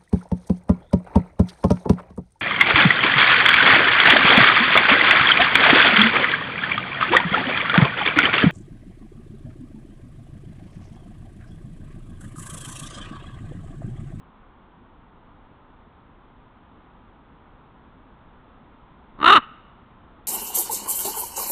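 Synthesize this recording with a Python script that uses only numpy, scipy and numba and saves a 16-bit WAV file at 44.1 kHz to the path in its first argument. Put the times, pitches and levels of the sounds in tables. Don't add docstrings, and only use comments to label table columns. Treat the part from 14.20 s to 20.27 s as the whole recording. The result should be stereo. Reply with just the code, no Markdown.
import sys
import numpy as np
from scipy import signal
from scipy.fft import rfft, irfft
from scipy.io import wavfile
from scipy.ndimage import uniform_filter1d
from numba import njit

SR = 44100
rng = np.random.default_rng(int(sys.argv[2]) if len(sys.argv) > 2 else 0)


def wav_out(sig):
    wavfile.write(sys.argv[1], SR, np.round(np.clip(np.atleast_2d(sig).T, -1, 1) * 32767).astype(np.int16))


N = 267687
TIME_S = np.arange(N) / SR
FIRST_THROB_S = 4.9847
MICROPHONE_HZ = 4077

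# centre_hz, width_hz, relative_db
THROAT_MODES = [(590, 250, -32), (1222, 205, 10.5), (1440, 150, -7.5), (1680, 90, -17.5)]
# centre_hz, width_hz, relative_db
BEAK_MODES = [(2300, 200, -24), (2764, 210, -0.5), (3010, 130, 2.5), (3684, 200, -3.5)]


def from_db(db):
    return 10 ** (np.asarray(db) / 20)


def unit_rms(x):
    return x / np.sqrt(np.mean(x ** 2) + 1e-20)


def hold_rms(x, window_samples=353):
    power = uniform_filter1d(uniform_filter1d(x ** 2, window_samples), window_samples)
    return x / np.sqrt(np.abs(power) + 1e-12)


def cut(x, hz, kind, order=2):
    return signal.sosfilt(signal.butter(order, hz, kind, fs=SR, output="sos"), x)


def wander(rate_hz):
    return unit_rms(cut(rng.standard_normal(N + SR), rate_hz, "low")[SR:])


def ramp(mid_s, width_s):
    return .5 + .5 * np.tanh((TIME_S - mid_s) / (2 * width_s))


@njit
def ring(x, rad_per_sample, radius):
    y = np.zeros(len(x))
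    for i in range(2, len(x)):
        drive = (1 - radius ** 2) / 2 * (x[i] - x[i - 2])
        y[i] = drive + 2 * radius * np.cos(rad_per_sample[i]) * y[i - 1] - radius ** 2 * y[i - 2]
    return y


def resonate(x, modes, tuning=1):
    rad_per_hz = 2 * np.pi / SR * tuning * np.ones(N)
    return sum((-1) ** k * from_db(db) * ring(x, hz * rad_per_hz, np.exp(-np.pi * width_hz / SR))
               for k, (hz, width_hz, db) in enumerate(modes))


def distant_rush(level_db=-51.5, rise_db_per_s=.23, waver_db=.34, split_hz=600):
    # frequency_hz, relative_density_db
    rush_spectrum = [(20, 5), (55, -1.5), (80, -3.5), (160, -6.5), (255, -4), (320, -9.5), (600, -15),
                     (950, -9.5), (1300, -13.5), (1800, -23), (2500, -28), (3600, -30), (4400, -49.5)]
    hz, db = np.transpose(rush_spectrum)
    bins_hz = np.arange(N // 2 + 1) * SR / N
    shape = from_db(np.interp(np.log(bins_hz + 1), np.log(hz), db))
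    noise = irfft(rfft(rng.standard_normal(N)) * shape, N)
    noise = unit_rms(cut(noise, 20, "high"))
    rumble = cut(noise, split_hz, "low", order=1)
    hiss = noise - rumble
    rush = rumble * from_db(waver_db * wander(1.7)) + hiss * from_db(waver_db * wander(3.9))
    return from_db(level_db + rise_db_per_s * TIME_S) * rush


def forest_echo(x, t60_s=1.15, build_s=.011, tail_db=-30.5, low_hz=1100, bark_hz=3200):
    # delay_s, level_db
    trunk_echoes = [(.037, -37.5), (.066, -30.5), (.083, -38)]
    envelope = from_db(-60 * TIME_S / t60_s) * (1 - np.exp(-TIME_S / build_s))
    scatter = rng.standard_normal(N) * envelope
    response = from_db(tail_db) * scatter / np.sqrt(np.sum(scatter ** 2))
    for delay_s, level_db in trunk_echoes:
        response[round(delay_s * SR)] += from_db(level_db)
    echo = signal.fftconvolve(x, response)[:N]
    return cut(cut(echo, low_hz, "high", order=1), bark_hz, "low", order=4)


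def rattle_to_note(rattle, note):
    return rattle + (note - rattle) * ramp(mid_s=5.063, width_s=.004)


def throb_count(start_hz=83.9, slowing_hz_per_s=350):
    age_s = np.clip(TIME_S - FIRST_THROB_S, 0, start_hz / slowing_hz_per_s)
    return start_hz * age_s - slowing_hz_per_s * age_s ** 2 / 2


def effort(hold_db=-6.5):
    swell = ramp(mid_s=5.044, width_s=.014)
    release = 1 - ramp(mid_s=5.178, width_s=.0067)
    return from_db(hold_db) * (TIME_S > FIRST_THROB_S) * swell * release


def air_pressure(narrowness=3.5):
    closure = np.abs(np.cos(np.pi * throb_count())) ** narrowness
    dip_db = rattle_to_note(26, 7.5)
    return effort() * from_db(-dip_db * closure) + 1e-9


def syrinx(jitter=.035, shimmer_db=3.5, rasp=.75, bend_depth=.068, bend_lag_throbs=.18):
    # time_s, pitch_hz
    pitch_arch = [(5.02, 290), (5.09, 364), (5.118, 410), (5.15, 405), (5.16, 333), (5.19, 228)]
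    arch_hz = np.interp(TIME_S, *np.transpose(pitch_arch))
    hoarseness = rattle_to_note(.6, .5)
    bend = -bend_depth * np.cos(2 * np.pi * (throb_count() - bend_lag_throbs))
    pitch_hz = arch_hz * (1 + bend + jitter * hoarseness * wander(220))
    cycles = np.cumsum(pitch_hz) / SR
    pulses = unit_rms(sum(np.cos(2 * np.pi * k * cycles) for k in range(1, 19)))
    turbulence = cut(rng.standard_normal(N), 9000, "low")
    puffs = hoarseness * unit_rms(turbulence * (1 + np.cos(2 * np.pi * cycles)))
    shimmer = from_db(shimmer_db * hoarseness * wander(200))
    return pulses * shimmer + rasp * puffs, puffs, cycles


def chest(pressure, cycles, level_db=-22, knee_db=-21, waver_db=2.4, octave_db=-14, slip_cycles=.056):
    phase = 2 * np.pi * (cycles + slip_cycles * wander(170))
    partials = np.sin(phase) + from_db(octave_db + waver_db * wander(130)) * np.sin(2 * phase)
    saturation = pressure / (pressure + from_db(knee_db))
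    return from_db(level_db + waver_db * wander(100)) * saturation * np.sqrt(2) * partials


def snaps(open_phase_throbs=.38, ring_db=9, crack_db=-5):
    opens = np.diff(np.floor(throb_count() - open_phase_throbs), prepend=-1) > 0
    strength = effort() ** 1.1 * from_db(rattle_to_note(-.5, -4))
    clicks = 1e-18 * rng.standard_normal(N) - opens * strength
    band_makeup = SR / (2 * MICROPHONE_HZ)
    crack = from_db(crack_db) * cut(clicks, 600, "high") * band_makeup
    return crack + from_db(ring_db) * (resonate(clicks, THROAT_MODES) + resonate(clicks, BEAK_MODES))


def raven(throat_db=1, beak_db=-5, beak_rasp=.92, cavity_hz=1640, cavity_width_hz=110):
    pressure = air_pressure()
    source, puffs, cycles = syrinx()
    tuning = .91 + .14 * pressure / pressure.max()
    throat = resonate(source, THROAT_MODES, tuning)
    throat = hold_rms(cut(cut(throat, 850, "high"), 1850, "low", order=4))
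    beak = resonate(source + beak_rasp * puffs, BEAK_MODES)
    beak = hold_rms(cut(beak, 2200, "high"))
    voice = from_db(throat_db) * pressure * throat + from_db(beak_db) * pressure ** 1.4 * beak + snaps()
    notch = signal.iirnotch(cavity_hz, cavity_hz / cavity_width_hz, SR)
    return signal.lfilter(*notch, voice) + chest(pressure, cycles)


def scene():
    croak = raven()
    return np.tile(croak + forest_echo(croak) + distant_rush(), (2, 1))


def record(dry, overload=.74, sizzle_knee=.33, sizzle_db=-23.5, sizzle_hz=8200, cutoff_hz=12900):
    clipped = dry / (1 + (dry / overload) ** 6) ** (1 / 6)
    narrow = signal.sosfiltfilt(signal.cheby1(7, .05, MICROPHONE_HZ, fs=SR, output="sos"), clipped)
    crests = np.maximum(np.abs(clipped) / overload - sizzle_knee, 0)
    grit = unit_rms(rng.standard_normal(N) + rng.standard_normal((2, N))) * crests
    sizzle = from_db(sizzle_db) * cut(cut(grit, MICROPHONE_HZ, "high", order=4), sizzle_hz, "low")
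    return signal.sosfilt(signal.ellip(10, .1, 80, cutoff_hz, fs=SR, output="sos"), narrow + sizzle)


dry = scene()
out = record(dry)
wav_out(out)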